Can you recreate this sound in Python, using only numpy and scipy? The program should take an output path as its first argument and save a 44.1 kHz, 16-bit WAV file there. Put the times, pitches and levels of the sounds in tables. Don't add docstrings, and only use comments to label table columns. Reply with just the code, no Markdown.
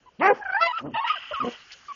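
import sys
import numpy as np
from scipy import signal
from scipy.io import wavfile
from scipy.ndimage import uniform_filter1d

SR = 44100
rng = np.random.default_rng(int(sys.argv[2]) if len(sys.argv) > 2 else 0)


def to_wav(sig):
    pcm = np.clip(np.atleast_2d(sig), -1, 1) * 32767
    pcm = np.round(pcm).astype(np.int16)
    wavfile.write(sys.argv[1], SR, pcm.T)


def attenuation_scalar(level_db):
    decades = np.asarray(level_db, float) / 20
    return 10 ** decades


N = 85995
CUTOFF_HZ = 7450


def rms_one(x):
    return x / np.sqrt(np.mean(x ** 2) + 1e-20)


def at_hz(points, hz):
    p = np.array(points)
    return np.interp(np.log(hz), np.log(p[:, 0]), p[:, 1])


def on_curve(rows):
    return attenuation_scalar(np.interp(np.arange(N) / SR, *np.transpose(rows)))


def wobble(rate_hz, size):
    r = np.exp(-2 * np.pi * rate_hz / SR)
    noise = rng.standard_normal(size + 4000)
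    return rms_one(signal.lfilter([1], [1, -2 * r, r * r], noise)[4000:])


def swell(length_s, attack_s, release_s):
    t = np.arange(int(length_s * SR)) / SR
    ramp = np.minimum(t / attack_s, (length_s - t) / release_s)
    return np.sin(np.pi / 2 * np.clip(ramp, 0, 1)) ** 2


def add(out, start_s, x):
    i = int(start_s * SR)
    out[i:i + len(x)] += x[:N - i]


def dog():
    # (time [s], pitch [Hz], level [dB])
    bark = [(.186, 170, -46), (.202, 248.4, -31.5), (.212, 284, -25), (.22, 311.6, -19), (.24, 373, -18),
            (.262, 385.3, -15), (.28, 411.2, -16.5), (.312, 402.3, -18), (.332, 415, -30.5)]
    grunt_a = [(.8, 110.4, -55.5), (.83, 127.1, -40.5), (.845, 146.2, -32.5), (.865, 154.8, -30.5),
               (.885, 146.2, -32), (.9, 117.5, -41.5), (.912, 114, -40.5)]
    grunt_b = [(1.435, 248, -57), (1.447, 231.3, -22.5), (1.46, 241, -30.5), (1.478, 242.8, -22),
               (1.49, 250.2, -27), (1.5, 236, -43), (1.525, 241, -50), (1.545, 239, -68)]
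    grunt_c = [(.915, 135, -34), (.927, 134, -39), (.945, 130, -46.5), (.965, 128, -51), (.985, 120, -66)]
    grunt_d = [(1.395, 125, -45.5), (1.41, 128, -44.5), (1.428, 131.7, -37.5), (1.44, 135, -31.5)]
    # (frequency [Hz], level [dB])
    bark_throat = [(200, -13), (420, -10), (650, -1), (800, 1.5), (1050, 7.5), (1400, -6.5), (2100, 0.5),
                   (3100, -19.5)]
    bark_end_throat = [(200, -6), (420, 1.5), (600, -4), (820, 3), (1150, -9.5), (1650, -2.5), (2300, -12),
                       (3100, -30)]
    low_throat = [(140, -8), (290, 2.5), (420, -15.5), (560, -9.5), (800, -21.5), (1100, -22.5),
                  (2500, -23.5)]
    high_throat = [(120, -6), (235, -4), (500, 1.5), (720, -11.5), (1000, -23), (1250, -22), (1600, -30),
                   (3000, -26)]
    # (start [s], length [s], level [dB], centre [Hz])
    rasps = [
        (.328, 0.083, -44, 1100),
        (.315, 0.038, -36.5, 270),
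        (.34, 0.092, -48, 396),
        (.775, 0.056, -46, 750),
        (.845, 0.035, -41, 600),
        (1.44, 0.019, -44, 600),
        (1.49, 0.093, -52.5, 600),
    ]
    return (call(bark, bark_throat, jitter=0.012, breath=0.21, half_db=-14.5,
                 end_throat=bark_end_throat, dull_per_db=0.9)
            + call(grunt_a, low_throat, jitter=0.035, breath=0.18, half_db=-14, count=20)
            + call(grunt_c, low_throat, jitter=0.025, breath=0.47, half_db=-14.5, dull_per_db=1.0, count=8)
            + call(grunt_d, low_throat, jitter=0.03, breath=0.2, half_db=-18, count=12)
            + call(grunt_b, high_throat, jitter=0.025, breath=0.2, half_db=-14, count=20)
            + bursts(rasps, octaves=0.71, attack_s=0.018))


def turkey():
    # (time [s], pitch [Hz], level [dB])
    whine_start = [(.385, 792, -47), (.415, 837, -36.5), (.432, 812, -33), (.443, 770, -54.5),
                   (.455, 770, -30.5), (.48, 753, -36.5), (.503, 761, -27), (.517, 715, -36.5)]
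    whine_rise = [(.517, 739, -36.5), (.535, 770.5, -20), (.54, 766, -39), (.548, 803, -18),
                  (.562, 779, -23.5), (.568, 870, -19), (.577, 878, -27.5), (.59, 954, -25.5),
                  (.605, 974, -30.5)]
    yelp = [(.592, 630, -47), (.606, 636.6, -31), (.613, 667.6, -18), (.628, 670.5, -16),
            (.65, 676.8, -23.5), (.668, 669, -22), (.682, 728, -33), (.695, 665, -46)]
    # (start [s], length [s], first pitch
    # [Hz], last pitch [Hz], level [dB])
    fluty = [(0.058, 0.041, 1050, 964, -51), (0.299, 0.034, 519, 490.5, -18),
             (0.724, 0.065, 1249, 1366, -30.5), (0.769, 0.043, 1364, 1218, -33.5),
             (.952, 0.018, 692, 667, -36.5), (.955, .025, 1210, 1297, -35.5),
             (1.0, 0.045, 1067, 1116, -27.5), (1.005, 0.021, 964, 894, -36),
             (1.062, 0.035, 1309, 1373, -32.5), (1.098, 0.028, 1262, 1250, -21.5),
             (1.114, 0.041, 1292, 1209, -30), (1.132, 0.017, 1034, 1060, -39),
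             (1.161, 0.019, 1690, 1506, -36), (1.15, 0.038, 842, 596, -45.5),
             (1.311, 0.0249, 595, 602, -32), (1.32, 0.018, 1010, 1100, -39.5),
             (1.336, 0.0353, 1472, 1170, -28.5), (1.361, 0.038, 1141, 1088, -33),
             (1.403, 0.024, 1270, 1183, -25), (1.421, 0.023, 1110, 1075, -31.5),
             (1.44, 0.031, 1059, 1070, -34), (1.881, 0.05, 1212, 1106, -35.5)]
    reedy = [
        (.66, 0.071, 1059, 945, -26.5),
        (.94, 0.037, 899.6, 962, -28),
        (.966, 0.043, 823, 933.5, -26),
        (1.042, 0.0191, 953, 940, -24.5),
        (1.058, 0.026, 968, 935, -30),
    ]
    # (frequency [Hz], level [dB])
    whine_throat = [(750, -7.5), (950, 6.5), (1550, 3.5), (1900, 0), (2400, -15.5), (3200, -35),
                    (4800, -22), (7000, -66.5)]
    yelp_throat = [(670, -6), (1200, 7), (1400, 7), (1700, -31.5), (2200, -3), (3500, -12), (5000, -7),
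                   (7000, -30.5)]
    fluty_throat = [(500, 2), (1350, 0.5), (1950, -11), (2800, -4), (5000, -1.5), (7000, -30)]
    reedy_throat = [(900, 2), (1900, -9), (2900, -9.5), (3800, -10), (4800, -25.5), (7000, -44)]
    return (call(whine_start, whine_throat, jitter=0.012, breath=0.4, half_db=-36.0,
                 dull_per_db=1.03, count=16)
            + call(whine_rise, whine_throat, jitter=0.008, breath=0.08, half_db=-27, count=16)
            + call(yelp, yelp_throat, jitter=0.002, breath=0.15, half_db=-30.5, opening=0.82, count=22)
            + notes(fluty, fluty_throat, jitter=0.012, breath=0.18, half_db=-20, tilt_db=-11)
            + notes(reedy, reedy_throat, jitter=0.012, breath=0.2, half_db=-28))


def call(rows, throat, dull_per_db=0.0, **kind):
    s, hz, db = np.transpose(rows)
    t = np.arange(s[0], s[-1], 1 / SR)
    effort_db = np.interp(t, s, db)
    tilt_db = dull_per_db * (effort_db - db.max())
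    sound = voice(np.interp(t, s, hz), throat, size=12000, tilt_db=tilt_db, **kind)
    shape = np.resize(swell(s[-1] - s[0], 0.0051, 0.00039), len(t))
    out = np.zeros(N)
    add(out, s[0], sound * attenuation_scalar(effort_db) * shape)
    return out


def notes(rows, throat, **kind):
    attack_share, release_share, bend = 0.24, 0.16, 0.7
    out = np.zeros(N)
    for s, length, hz0, hz1, db in rows:
        shape = swell(length, attack_share * length, release_share * length)
        hz = hz0 + (hz1 - hz0) * np.linspace(0, 1, len(shape)) ** bend
        add(out, s - 0.003, attenuation_scalar(db) * shape * voice(hz, throat, count=14, size=4000, **kind))
    return out


def voice(hz, throat, jitter, breath, half_db, size, opening=1, tilt_db=0, count=31, end_throat=None):
    n, end_throat = len(hz), end_throat or throat
    done = np.linspace(0, 1, n)
    hz = hz * (1 + jitter * wobble(88, size)[:n])
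    phase = np.cumsum(hz) * 2 * np.pi / SR
    out, power = 0, 0
    for k in np.arange(2, count) / 2:
        seen_hz = k * hz / opening ** done
        throat_db = (1 - done) * at_hz(throat, seen_hz) + done * at_hz(end_throat, seen_hz)
        uneven_db = half_db if k % 1 else 0
        gain = attenuation_scalar(throat_db + uneven_db + tilt_db * np.log2(k)) * (k * hz < CUTOFF_HZ)
        rough = breath * np.sqrt(k)
        skirt = rough * (wobble(63, size) + 1j * wobble(36, size) + 0.84 * wobble(170, size))[:n]
        turn = np.exp(1j * (k * phase + rng.uniform(0, 2 * np.pi)))
        out = out + gain * np.real((1 + skirt) * turn)
        power = power + gain ** 2 * (0.5 + rough ** 2)
    floor = signal.butter(4, 0.6 * hz.min(), "high", fs=SR, output="sos")
    return signal.sosfilt(floor, out / np.sqrt(power + 1e-12))


def bursts(rows, octaves, attack_s):
    out = np.zeros(N)
    for s, length, db, hz in rows:
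        edges_hz = [hz / 2 ** octaves, min(hz * 2 ** octaves, 9000)]
        band = signal.butter(2, edges_hz, "band", fs=SR, output="sos")
        shape = swell(length, attack_s, length / 2)
        puff = rms_one(signal.sosfilt(band, rng.standard_normal(12000))[4000:])
        add(out, s, attenuation_scalar(db) * shape * puff[:len(shape)])
    return out


def breath_and_feathers():
    # (time [s], level [dB])
    level = [(.74, -76), (.79, -31.5), (.815, -76), (.93, -59), (.95, -34.5), (1.02, -52.5), (1.05, -40),
             (1.08, -32), (1.12, -34), (1.2, -40.5), (1.37, -39), (1.42, -45.5), (1.53, -44), (1.95, -88)]
    # (frequency [Hz], width [Hz], level [dB])
    resonances = [(1250, 840, -9), (1964, 110, -12), (2922, 700, -0.5), (5000, 530, -16),
                  (7200, 1600, -22.5)]
    out = 0
    for hz, width_hz, db in resonances:
        r = np.exp(-np.pi * width_hz / SR)
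        a = [1, -2 * r * np.cos(2 * np.pi * hz / SR), r * r]
        once = signal.lfilter([1, 0, -1], a, rng.standard_normal(N))
        band = signal.lfilter([1, 0, -1], a, once)
        out = out + attenuation_scalar(db + 2.3 * wobble(60, N)) * rms_one(band)
    return on_curve(level) * out


def grass():
    # (time [s], level [dB])
    level = [(0, -66), (.3, -63), (.34, -54.5), (.8, -47), (.85, -62.5), (1.0, -63), (1.5, -45),
             (1.62, -50), (1.95, -49.5)]
    # (frequency [Hz], level [dB])
    colour = [(300, -35.5), (700, -12), (1650, 2), (2200, -6.5), (3150, 3), (7300, -2)]
    # (start [s], length [s], level [dB], centre [Hz])
    scuffs = [
        (.195, 0.033, -45, 3050),
        (1.075, 0.045, -29.5, 2530),
        (1.06, 0.099, -55, 5160),
        (1.3, 0.014, -60, 1180),
        (1.52, 0.015, -43.5, 4440),
        (1.704, 0.021, -46, 2540),
        (1.716, 0.035, -37.5, 4100),
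    ]
    rustle = on_curve(level) * patchy_noise(colour, patchy_db=2.5)
    return rustle + bursts(scuffs, octaves=0.4, attack_s=0.0012)


def patchy_noise(colour, patchy_db):
    edges = 22 * 2 ** np.arange(0, 8.5, 1 / 3)
    white = rng.standard_normal((2, N))
    out = 0
    for k, (low, high) in enumerate(zip(edges, edges[1:])):
        band_pass = signal.butter(2, [low, high], "band", fs=SR, output="sos")
        band = signal.sosfilt(band_pass, white[k % 2])
        out = out + band * attenuation_scalar(at_hz(colour, np.sqrt(low * high)) + patchy_db * wobble(10.9, N))
    return rms_one(out)


def wall(x):
    echo_s, echo_db, tail_db, tail_t60_s = 0.009, -18, -25, 0.16
    t = np.arange(SR // 4) / SR
    tail = rng.standard_normal(len(t)) * attenuation_scalar(-60 * t / tail_t60_s) * (t > 2 * echo_s)
    tail = attenuation_scalar(tail_db) * tail / np.sqrt(np.sum(tail ** 2))
    tail[int(echo_s * SR)] = attenuation_scalar(echo_db)
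    return signal.fftconvolve(x, tail)[:N]


def yard():
    # (frequency [Hz], level [dB])
    colour = [(25, 9.5), (180, -2), (640, -3.5), (1500, -16.5), (7300, -14)]
    return attenuation_scalar(-63.5) * patchy_noise(colour, patchy_db=4.0)


def wind():
    # (start [s], length [s], level [dB], centre [Hz])
    bumps = [
        (.4, 0.13, -61.5, 65),
        (1.3, 0.071, -50, 66.7),
    ]
    return bursts(bumps, octaves=0.44, attack_s=0.041)


def scene():
    animals = dog() + turkey()
    return (animals + wall(animals) + breath_and_feathers() + grass() + yard() + wind())[None]


def masking(x):
    mask_db, mask_top_db = -43, 6
    _, _, z = signal.stft(x, nperseg=1024, window="cosine")
    power = uniform_filter1d(abs(z) ** 2, size=5, axis=1)[:, 2::5]
    top_db = mask_top_db * (np.arange(power.shape[1]) >= 16)[:, None]
    chance_db = (8 + top_db) * rng.standard_normal(power.shape)
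    keep = power > power.max(axis=1, keepdims=True) * attenuation_scalar(2 * (mask_db + top_db) + chance_db)
    keep = np.repeat(keep, 5, axis=1)[:, :z.shape[1]]
    keep[:, :3] = True
    return signal.istft(z * keep, nperseg=1024, window="cosine")[1][:, :N]


def band_limit(x):
    return signal.sosfilt(signal.butter(12, 7990, fs=SR, output="sos"), x)


def record(dry):
    edge_hz, top_db = 3115, -7.5
    dry = signal.sosfilt(signal.butter(1, 60, "high", fs=SR, output="sos"), dry)
    low = signal.sosfilt(signal.butter(8, edge_hz, fs=SR, output="sos"), dry)
    high = signal.sosfilt(signal.butter(8, 1.254 * edge_hz, "high", fs=SR, output="sos"), dry)
    top_cut = signal.cheby2(16, 50, CUTOFF_HZ, fs=SR, output="sos")
    mix = masking(signal.sosfilt(top_cut, low + attenuation_scalar(top_db) * high))
    return band_limit(mix)


dry = scene()
out = record(dry)
to_wav(out)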